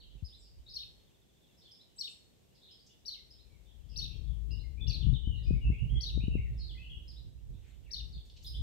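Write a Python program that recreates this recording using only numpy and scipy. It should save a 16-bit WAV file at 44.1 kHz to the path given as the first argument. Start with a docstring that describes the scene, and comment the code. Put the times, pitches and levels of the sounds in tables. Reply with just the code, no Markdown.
"""Dawn chorus under a leafy tree

Two sparrows chirp, a songbird whistles a phrase, and smaller calls, rasps, a trill and a far chorus fill
the gaps. Voices are sines of gliding, fluttering pitch; rasps are bursts of noise in a band. Sparse random
reflections stand for the foliage that scatters them. Shaped noise and single pressure pulses make a breeze
that buffets the microphone over quiet air, and two sagging sines make a soft double knock near the start."""
import sys
import numpy as np
from scipy import signal
from scipy.fft import rfft, irfft
from scipy.io import wavfile
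from scipy.ndimage import uniform_filter1d

SR = 44100
rng = np.random.default_rng(int(sys.argv[2]) if len(sys.argv) > 2 else 0)


def output_pcm(signal):
    """Save a mono or channel-first signal as 16-bit PCM at the path in sys.argv[1].

    Samples are clipped to [-1, 1] before scaling.
    """
    pcm = np.clip(np.atleast_2d(signal).T, -1, 1) * 32767
    wavfile.write(sys.argv[1], SR, np.round(pcm).astype(np.int16))


N = 380141
TIME = np.arange(N) / SR  # s

# Colour of still air and far traffic. Each row: frequency in Hz, relative density in dB per Hz.
AIR_SPECTRUM = [(15, -26.5), (25, -14), (59, -1), (129, -1.5), (204, -3.5), (260, -7.5), (410, -8),
                (871, -19.5), (1300, -26), (3630, -20.5), (4500, -25), (8130, -25.5), (10100, -33),
                (12800, -27.5), (15500, -35)]
AIR_DB = -67.35  # level about which the air wanders
# Course of the breeze. Each row: time in seconds, relative level in dB, left minus right in dB.
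BREEZE_COURSE = [(0, -58, -10), (.35, -58.5, 0.5), (.9, -62.5, -2.5), (1.25, -81, -6.5), (2.95, -74.5, 0.5),
                 (3.5, -59.5, 23), (3.8, -53.5, 26), (3.96, -43, 28), (5.05, -37.5, 22.5),
                 (5.401, -38.5, 7.5), (6.048, -42.5, -2), (6.35, -32.5, 3), (6.72, -46, -3.5),
                 (7.3, -50.5, -5), (7.85, -51.5, -12), (8.0, -55.5, 0), (8.4, -54.5, 5), (8.62, -33.5, 4)]
# Gusts riding on the breeze. Each row: time of the peak in seconds, length in seconds,
# relative level in dB, left minus right in dB.
GUST_PEAKS = [(0.158, 0.057, -48.5, -19), (0.588, 0.046, -50.5, -18), (4.314, .12, -34.5, 31),
              (4.496, 0.072, -37, 20), (4.889, 0.077, -30.5, 29), (5.1, 0.14, -24.5, 28),
              (5.305, .07, -31.5, 10), (5.527, 0.12, -25, 8.5), (5.69, 0.092, -25, -2),
              (5.841, 0.055, -27, -24), (5.951, 0.086, -25, -11.5), (6.181, 0.075, -28.5, 21),
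              (6.535, 0.1, -38, -9), (6.975, 0.027, -43, 8), (7.52, 0.15, -44, -7), (8.039, 0.16, -42, 8),
              (8.17, 0.057, -39, -3.5)]
# Colour of a light breeze. Each row: frequency in Hz, relative density in dB per Hz.
LIGHT_SPECTRUM = [(20, -29.5), (37, -8), (59, 3), (72, -10), (93, -13), (125, -14), (195, -28.5),
                  (291, -36), (404, -40.5), (700, -56), (1500, -80)]
# Colour of a full gust. Each row: frequency in Hz, relative density in dB per Hz.
GUST_SPECTRUM = [(20, -41.5), (40, -1), (56, 11.5), (67, 6.5), (92, -3), (125, 1.5), (200, -15.5),
                 (356, -37), (510, -46), (882, -64), (1500, -93.5)]
FLUTTER_DB, FLUTTER_HZ = 2.02, 15  # how much and how often the eddies change the level at each port
# Single eddies that slap the left port. Each row: time in seconds, peak in dB before the mesh, width in seconds.
EDDIES = [(5.068, -15.5, 0.0027), (5.130, -16, 0.0026), (5.276, -17.5, 0.0025), (5.509, -14.5, 0.0015),
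          (5.703, -17.5, 0.002), (6.177, -19.5, 0.0014), (6.239, -18, 0.0024), (6.283, -14.5, 0.002),
          (6.355, -14, 0.0015)]
# Soft knocks. Each row: start in seconds, level in dB before panning, settled pitch in Hz,
# time to decay by 60 dB in seconds.
BUMPS = [(.150, -47.5, 84.5, 0.036), (0.224, -31, 55, 0.13)]
# Dry ticks and rasps among the branches. Each row: start in seconds, length in seconds, centre in Hz,
# width in octaves, relative level in dB.
RASP_BURSTS = [(2.861, 0.02, 5760, .25, -62.5), (7.605, 0.15, 2280, 0.57, -73.5),
               (7.653, 0.074, 7300, .15, -80), (8.249, 0.025, 4270, 0.99, -70),
               (8.296, 0.012, 3930, 0.32, -57.5), (8.36, 0.024, 3800, 0.5, -58.5),
               (8.422, 0.023, 5500, 0.34, -61.5), (8.427, 0.05, 12500, 0.35, -64.5)]
# Loudest buzzy calls from deeper in the trees. Each row: start in seconds, length in seconds, pitch in Hz,
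# glide in octaves, relative level in dB.
BUZZY_CALLS = [(0, 0.022, 3880, -.4, -55), (.01, 0.037, 2970, -.2, -61.5), (.10, .024, 3060, -0.16, -64),
               (0.378, 0.043, 7600, -.13, -69), (0.398, 0.091, 4910, -0.29, -63),
               (0.659, .05, 4000, 0.38, -53), (1.569, 0.044, 5170, 0, -65.5),
               (1.609, 0.036, 4220, 0.35, -61.5), (1.643, 0.044, 3390, -0.13, -58.5),
               (1.956, 0.066, 7680, -0.059, -59.5), (2.084, 0.025, 7860, 0.34, -59),
               (2.544, 0.04, 4290, -0.6, -65), (2.609, 0.091, 3777, 0.04, -59),
               (2.684, 0.045, 3207, 0.088, -61.5), (2.891, 0.026, 3160, 0.64, -62),
               (3.645, 0.096, 3415, -0.19, -68.5), (3.885, 0.079, 4900, -0.044, -62),
               (3.898, 0.17, 2700, -0.15, -65.5), (4.105, 0.052, 2950, 0.59, -59),
               (4.249, 0.1, 3350, -0.25, -67), (5.345, .13, 3790, -.17, -62.5),
               (5.427, 0.061, 4910, 0.065, -63), (6.571, 0.066, 4690, -0.4, -58),
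               (6.591, 0.071, 4245, -.14, -50.5), (7.856, 0.053, 2170, -0.82, -65.5),
               (8.126, 0.026, 3956, -0.5, -52), (8.177, 0.015, 3470, 0.23, -56),
               (8.444, 0.014, 3680, 0.16, -45), (8.533, 0.021, 3455, .22, -51.5),
               (8.579, 0.033, 3470, -0.16, -55)]
BUZZ_HZ, BUZZ_DEPTH = 95.1, .04  # fast pitch warble of the buzzy calls: mean rate, share of the pitch
# A farther bird's low answers. Each row: start in seconds, length in seconds, start pitch in Hz,
# end pitch in Hz, relative level in dB.
ANSWER_NOTES = [(3.158, 0.048, 2206, 2000, -72), (3.498, 0.087, 2334, 2090, -77),
                (4.634, 0.042, 2170, 2070, -67.5), (5.387, 0.05, 1940, 1900, -76),
                (5.541, .083, 2222, 2296, -65.5), (5.90, .17, 2080, 2000, -74),
                (6.744, 0.056, 2020, 2006, -63.5)]
# The songbird's pure notes. Each row: start in seconds, length in seconds, start pitch in Hz,
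# end pitch in Hz, relative level in dB.
WHISTLE_NOTES = [(4.5, 0.065, 2660, 2920, -56), (4.772, 0.047, 2340, 2550, -59.5),
                 (4.805, 0.057, 3490, 3460, -46.5), (4.863, 0.067, 2910, 2230, -54),
                 (5.005, 0.036, 3696, 2570, -48), (5.133, 0.039, 3810, 2647, -46.5),
                 (5.228, 0.1, 2956, 3087, -51.5), (5.30, .07, 2997, 2733, -53.5),
                 (5.453, 0.11, 2450, 2552, -60), (5.607, 0.081, 2900, 2600, -55.5),
                 (5.635, 0.072, 2677, 2655, -51), (5.712, 0.1, 1950, 2900, -55),
                 (5.787, .052, 2680, 2950, -54.5), (5.893, 0.039, 3240, 3225, -56),
                 (5.954, 0.034, 3350, 3050, -46), (6.12, 0.07, 3856, 3660, -51.5),
                 (6.2, .065, 2310, 3015, -53), (6.308, 0.048, 2680, 2760, -49.5),
                 (6.355, 0.025, 2700, 2110, -56), (6.378, 0.027, 1960, 2313, -56.5),
                 (6.409, 0.081, 2290, 1687, -64.5), (6.690, 0.03, 3510, 2870, -50.5),
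                 (6.77, 0.096, 2430, 2750, -56), (6.824, .061, 3026, 2790, -55.5),
                 (6.893, 0.06, 3357, 2647, -50.5), (6.955, 0.0313, 3190, 2640, -65)]
ANSWER_PAN_DB, WHISTLE_PAN_DB = -2, 11  # left minus right
SLUR_BOW = 0.206  # a slur arches upward by this share of the interval it spans
# Near sparrow's two-syllable chirp. Each row: seconds from its start, pitch in Hz,
# level in dB before its range is narrowed.
NEAR_CHIRP = [(0, 3400, -27), (.012, 5400, -6), (.026, 5750, -9), (.033, 4330, -1), (.043, 4350, -1),
              (.049, 2950, -27), (.055, 3100, -32), (.061, 3720, -9), (.078, 4100, -8), (.093, 3650, -14),
              (.099, 2980, -18), (.111, 2600, -34)]
# Second sparrow's rounder chirp. Each row: seconds from its start, pitch in Hz,
# level in dB before its range is narrowed.
FAR_CHIRP = [(0, 3800, -20), (.009, 5250, 0), (.028, 5100, -3), (.046, 3900, -23), (.075, 3300, -38),
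             (.090, 3800, -12), (.112, 4400, -10), (.125, 4100, -30)]
# Near sparrow's calls. Each row: start in seconds, relative level in dB,
# pitch ratio reached in the second syllable, left minus right in dB.
NEAR_CALLS = [(0.731, -37.5, 0.96, 6.5), (1.979, -37, 0.95, 8.5), (3.05, -38, 1.01, 7.5),
              (3.957, -36.5, 0.99, 11), (4.867, -38.5, 1.04, 10), (6.002, -37.5, 0.98, 12.5),
              (7.905, -39, 0.96, 9.5)]
# Second sparrow's calls. Each row: start in seconds, relative level in dB,
# pitch ratio reached later in the chirp, left minus right in dB.
FAR_CALLS = [(0.241, -47.5, 0.92, -2.3), (.687, -50, 0.78, 1.2), (1.707, -52, 0.93, -0.55),
             (2.705, -54.5, 1.18, -0.94), (3.298, -53.5, 0.98, 1.1), (4.505, -51, 1, -0.41),
             (7.073, -49, 0.92, 1.4), (8.458, -41.5, 0.83, -2.4)]
TOP_HZ = 15700  # upper limit of the recorder


def undb(db):
    """Decibel definition: amplitude gain is ten to the power of level over twenty."""
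    return 10 ** (np.asarray(db) / 20)


def unit(x):
    """Normalisation: scale to an rms of 1."""
    return x / np.sqrt(np.mean(x ** 2))


def add(out, s, x):
    """Superposition: mix x into out from time s in seconds."""
    i = max(int(s * SR), 0)
    out[..., i:i + x.shape[-1]] += x[..., :max(N - i, 0)]


def sides(pan_db):
    """Interaural level difference: split it evenly into left and right gains."""
    return undb(np.vstack([pan_db, -pan_db]) / 2)


def walk(rate, n):
    """Low-passed randomness: held random values smoothed twice, with a spread near 1."""
    k = int(SR / rate)
    held = np.repeat(rng.standard_normal(n // k + 1), k)
    smooth = uniform_filter1d(uniform_filter1d(held, k), k)
    return 1.371 * smooth[:n]


def noise(spectrum):
    """Spectral shaping: colour unrelated left and right white noise."""
    hz, db = np.transpose(spectrum)
    f = np.maximum(np.fft.rfftfreq(N, 1 / SR), 1)
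    gain = undb(np.interp(np.log(f), np.log(hz), db))
    return unit(irfft(rfft(rng.standard_normal((2, N))) * gain, N))


def coloured(n, hz, width_oct):
    """Band-limited noise: a burst in a bell-shaped band on the octave scale."""
    octaves = np.log2(np.maximum(np.fft.rfftfreq(n, 1 / SR), 1) / hz)
    bell = np.exp(-(octaves / width_oct) ** 2 / 2)
    return unit(irfft(rfft(rng.standard_normal(n)) * bell, n))


def syrinx(hz, db, rasp, rasp_hz):
    """Frequency modulation: a whistling membrane whose pitch flutters at random."""
    fluttering_hz = hz * (1 + rasp * walk(rasp_hz, len(hz)))
    return undb(db) * np.sin(2 * np.pi * np.cumsum(fluttering_hz) / SR)


def overtones(hz, db, rasp):
    """Harmonic filtering: rough second and third harmonics; the beak lets them out only high up."""
    total = 0
    for k in (2, 3):
        beak = 1 / (1 + ((k * hz - 11500) / 2400) ** 2)
        total = total + syrinx(k * hz, db, rasp, 2500) * beak / k
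    return total


def slur(start_hz, end_hz):
    """Pitch contour of a glide: the wider the slide, the more its middle arches."""
    return [start_hz, (start_hz + end_hz) / 2 + SLUR_BOW * abs(end_hz - start_hz), end_hz]


def note(length, pitches, db, rasp, rasp_hz):
    """Parabolic glide: one note slurred through three pitches, fading in and out."""
    u = np.linspace(0, 1, int(length * SR))
    hz = np.polyval(np.polyfit([0, .5, 1], pitches, 2), u)
    return syrinx(hz, db - 3 * u, rasp, rasp_hz) * signal.windows.tukey(len(u), .3)


def buzzy(length, pitches, db):
    """Joint frequency and amplitude modulation: a slurred note warbles fast and unevenly."""
    u = np.linspace(0, 1, int(length * SR))
    warble = np.sin(2 * np.pi * np.cumsum(BUZZ_HZ * (1 + .25 * walk(60, len(u)))) / SR)
    glide = np.polyval(np.polyfit([0, .5, 1], pitches, 2), u)
    hz = glide * (1 + BUZZ_DEPTH * warble)
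    call = syrinx(hz, db - 3 * u + 1.4 * warble, rasp=0.0403, rasp_hz=498)
    return call * signal.windows.tukey(len(u), .3)


def phrase(notes, rasp):
    """Superposed glides: one bird's run of slurred whistles."""
    out = np.zeros(N)
    for s, length, start_hz, end_hz, db in notes:
        add(out, s, note(length, slur(start_hz, end_hz), db, rasp, rasp_hz=427))
    return out


def foliage(x, wet_db, t60, late_db, late_t60):
    """Multiple scattering: leaf and trunk reflections thicken with time, with a fainter tail from the gardens."""
    t = TIME[:SR]
    decay = undb(-60 * t / t60) + undb(late_db - 60 * t / late_t60)
    fade = decay * (1 - np.exp(-t / 0.001))
    per_second = 700 + 6000 * t  # density of reflections
    taps = rng.random((2, SR)) < per_second / SR
    echoes = taps * rng.standard_normal((2, SR)) * fade / np.sqrt(per_second)
    return undb(wet_db) * signal.fftconvolve(x[None], unit(echoes) / np.sqrt(SR), axes=1)[:, :N]


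def echo(x, delay_s, db):
    """Specular reflection: one distinct return from a trunk or wall."""
    out = np.zeros_like(x)
    add(out, delay_s, undb(db) * x)
    return out


def still_air():
    """Ambient noise: a steady colour whose level wanders slightly."""
    return noise(AIR_SPECTRUM) * undb(AIR_DB + 0.6 * walk(6.1, N))


def pressure(db, pan_db):
    """Power division: share the power of the wind between the two ports."""
    ports = sides(pan_db) ** 2
    return undb(db) ** 2 * ports / ports.mean(0)


def wind():
    """Turbulence at each port: the harder it blows, the smaller the eddies and the brighter the rumble."""
    s, level_db, pan_db = np.transpose(BREEZE_COURSE)
    power = pressure(np.interp(TIME, s, level_db), np.interp(TIME, s, pan_db))
    flutter = np.array([walk(FLUTTER_HZ, N) for _ in range(2)])
    power = power * undb(FLUTTER_DB * flutter) ** 2
    for s, length, db, pan_db in GUST_PEAKS:
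        swell = np.exp(-2 * (2 * (TIME - s) / length) ** 2)
        power = power + pressure(db, pan_db) * swell
    force = np.clip((10 * np.log10(power) + 34) / 11, 0, 1)  # 0 light breeze, 1 full gust
    angle = force * np.pi / 2
    rumble = np.cos(angle) * noise(LIGHT_SPECTRUM) + np.sin(angle) * noise(GUST_SPECTRUM)
    # even out the noise so that the power alone sets the level
    rumble /= np.sqrt(uniform_filter1d(rumble ** 2, size=4000, axis=1))
    return rumble * np.sqrt(power) * undb(1.16)


def buffets():
    """Vortex pressure: each eddy is a brief suction between two pushes; the port's mesh dulls it."""
    out = np.zeros(N)
    t = np.arange(-SR // 20, SR // 20) / SR
    for s, db, width in EDDIES:
        u = t / width
        pulse = (u ** 2 - 1) / (1 + u ** 2) ** 2
        add(out, s + t[0], undb(db) * pulse * np.hanning(len(t)))
    mesh = signal.butter(2, 750, fs=SR, output="sos")
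    return signal.sosfiltfilt(mesh, out + 1e-18) * undb([[0], [-20]])


def knocks():
    """Damped contact vibration: dull bumps on the microphone's support sag in pitch as the contact relaxes."""
    out = np.zeros(N)
    t = TIME[:SR // 2]
    for s, db, hz, t60 in BUMPS:
        sagging_hz = hz * (1 + 2.04 * np.exp(-t / 0.0093))
        phase = 2 * np.pi * np.cumsum(sagging_hz) / SR
        add(out, s, np.sin(phase) * undb(db - 60 * t / t60) * (1 - np.exp(-t / 0.0074)))
    return out * sides(20)


def chorus(count=140):
    """Superposition of many far sources: random bird slurs blurred together."""
    out = np.zeros(N)
    for when, span, height, slope, loud in rng.random((count, 5)):
        tilt = 1 + 0.17 * (slope - .5) * np.array([1, 0, -1])
        pitches = 2700 * 1.4 ** height * tilt
        add(out, when * N / SR, note(0.016 + 0.056 * span, pitches, -81 + 6 * loud, rasp=0.05, rasp_hz=200.0))
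    return undb(-1) * out + foliage(out, wet_db=-10.5, t60=0.96, late_db=-30.5, late_t60=1.2)


def trill(count=8):
    """Periodic repetition: a far bird gives one short falling chip at an even pace."""
    out = np.zeros(N)
    for k in range(count):
        s = .998 + .073 * k
        add(out, s, note(0.0187, [3750, 3480, 3300], -71.5, rasp=0.0053, rasp_hz=395))
    return out + foliage(out, wet_db=-1, t60=0.62, late_db=-22, late_t60=.9)


def rasps():
    """Aperiodic excitation: toneless noise bursts that spread into the leaves."""
    out = np.zeros(N)
    for s, length, hz, width_oct, db in RASP_BURSTS:
        n = int(length * SR)
        add(out, s, undb(db) * coloured(n, hz, width_oct) * signal.windows.tukey(n, .6))
    return undb(-3) * out + foliage(out, wet_db=0.5, t60=0.49, late_db=-27, late_t60=.8)


def neighbours(count=14):
    """Scattered field over direct field: buzzy calls come mostly by way of the leaves, with random fainter ones."""
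    out = np.zeros(N)
    for s, length, hz, glide_oct, db in BUZZY_CALLS:
        pitches = hz * 2 ** (glide_oct * np.array([-.5, 0, .5]))
        add(out, s, buzzy(length, pitches, db))
    # one fainter call at a random moment of each equal share of the time
    for k, (when, span, height, loud) in enumerate(rng.random((count, 4))):
        hz = 3000 * 1.3 ** height
        s = (k + when) / count * N / SR
        add(out, s, buzzy(.025 + .06 * span, slur(hz, 0.97 * hz), -75 + 6 * loud))
    return undb(-6.5) * out + foliage(out, wet_db=3.5, t60=0.56, late_db=-27.0, late_t60=1.0)


def far_songbird():
    """Reverberation at a distance: low, soft whistles from another tree."""
    song = phrase(ANSWER_NOTES, rasp=0.02)
    return sides(ANSWER_PAN_DB) * song + foliage(song, wet_db=3.5, t60=0.5, late_db=-17.5, late_t60=0.79)


def songbird():
    """Near-sinusoidal tones in a reverberant field: a warbled phrase of clean whistles hangs in the trees."""
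    song = phrase(WHISTLE_NOTES, rasp=.015)
    direct = undb(-4.0) * sides(WHISTLE_PAN_DB) * song
    return direct + foliage(song, wet_db=3.0, t60=0.47, late_db=-14, late_t60=1.0)


def sparrow(shape, chirps, rasp, throat_hz, overtone_db, lag_s, wet_db, t60):
    """Source and filter: a repeated chirp is roughest where it is highest and bright when it is loudest."""
    knots, pitch, level = np.transpose(shape)
    t = TIME[:int(knots[-1] * SR)]
    hz = uniform_filter1d(np.interp(t, knots, pitch), size=90)
    strain = .45 + .55 * (hz / hz.max()) ** 4
    loudest = max(row[1] for row in chirps)
    edges = signal.windows.tukey(len(t), .08)
    direct, edge_tone = np.zeros((2, N)), np.zeros(N)
    for s, db, lift, pan_db in chirps:
        sung = hz * np.interp(t, [knots[-1] / 3, knots[-1] / 2], [1, lift])
        effort_db = db + 0.78 * np.interp(t, knots, level) + 2.6 * walk(450, len(t))
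        add(direct, s, sides(pan_db) * syrinx(sung, effort_db, rasp * strain, 700) * edges)
        bright_db = effort_db + overtone_db + db - loudest
        add(edge_tone, s, overtones(sung, bright_db, rasp=0.075) * edges)
    # the throat resonance closes steeply at throat_hz
    throat = signal.butter(10, throat_hz, fs=SR, output="sos")
    direct = signal.sosfiltfilt(throat, direct + 1e-18)
    # the harmonics beam away into the crown and come back scattered
    scattered = foliage(direct[0] + edge_tone, wet_db, t60, late_db=-23.5, late_t60=0.84)
    # twigs right beside the bird blur each stroke
    scattered += foliage(direct[0], wet_db=-13, t60=0.22, late_db=-36, late_t60=0.23)
    # the sound reaches one port before the other
    ports = np.array([direct[0], np.roll(direct[1], int(lag_s * SR))])
    return ports + scattered + undb(-6.5) * edge_tone


def sparrows():
    """Direct-to-reverberant ratio: one bird is close on the left, its partner is heard mostly through the leaves."""
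    near = sparrow(NEAR_CHIRP, NEAR_CALLS, rasp=0.045, throat_hz=6040, overtone_db=-12.5,
                   lag_s=.00046, wet_db=-5.5, t60=0.41)
    far = sparrow(FAR_CHIRP, FAR_CALLS, rasp=.03, throat_hz=5500, overtone_db=-11,
                  lag_s=-0.00023, wet_db=3, t60=0.43)
    return near + echo(near, delay_s=0.043, db=-16.5) + undb(-3) * far


def scene():
    """Linear superposition: quiet air, breeze, knocks and birds add up."""
    background = still_air() + wind() + buffets() + knocks()
    small_voices = chorus() + trill() + rasps() + neighbours()
    return background + small_voices + far_songbird() + songbird() + sparrows()


def record(dry):
    """Band limitation: the recorder cuts the top with a steep elliptic low-pass."""
    return signal.sosfilt(signal.ellip(10, .2, 80, TOP_HZ, fs=SR, output="sos"), dry)


dry = scene()
out = record(dry)
output_pcm(out)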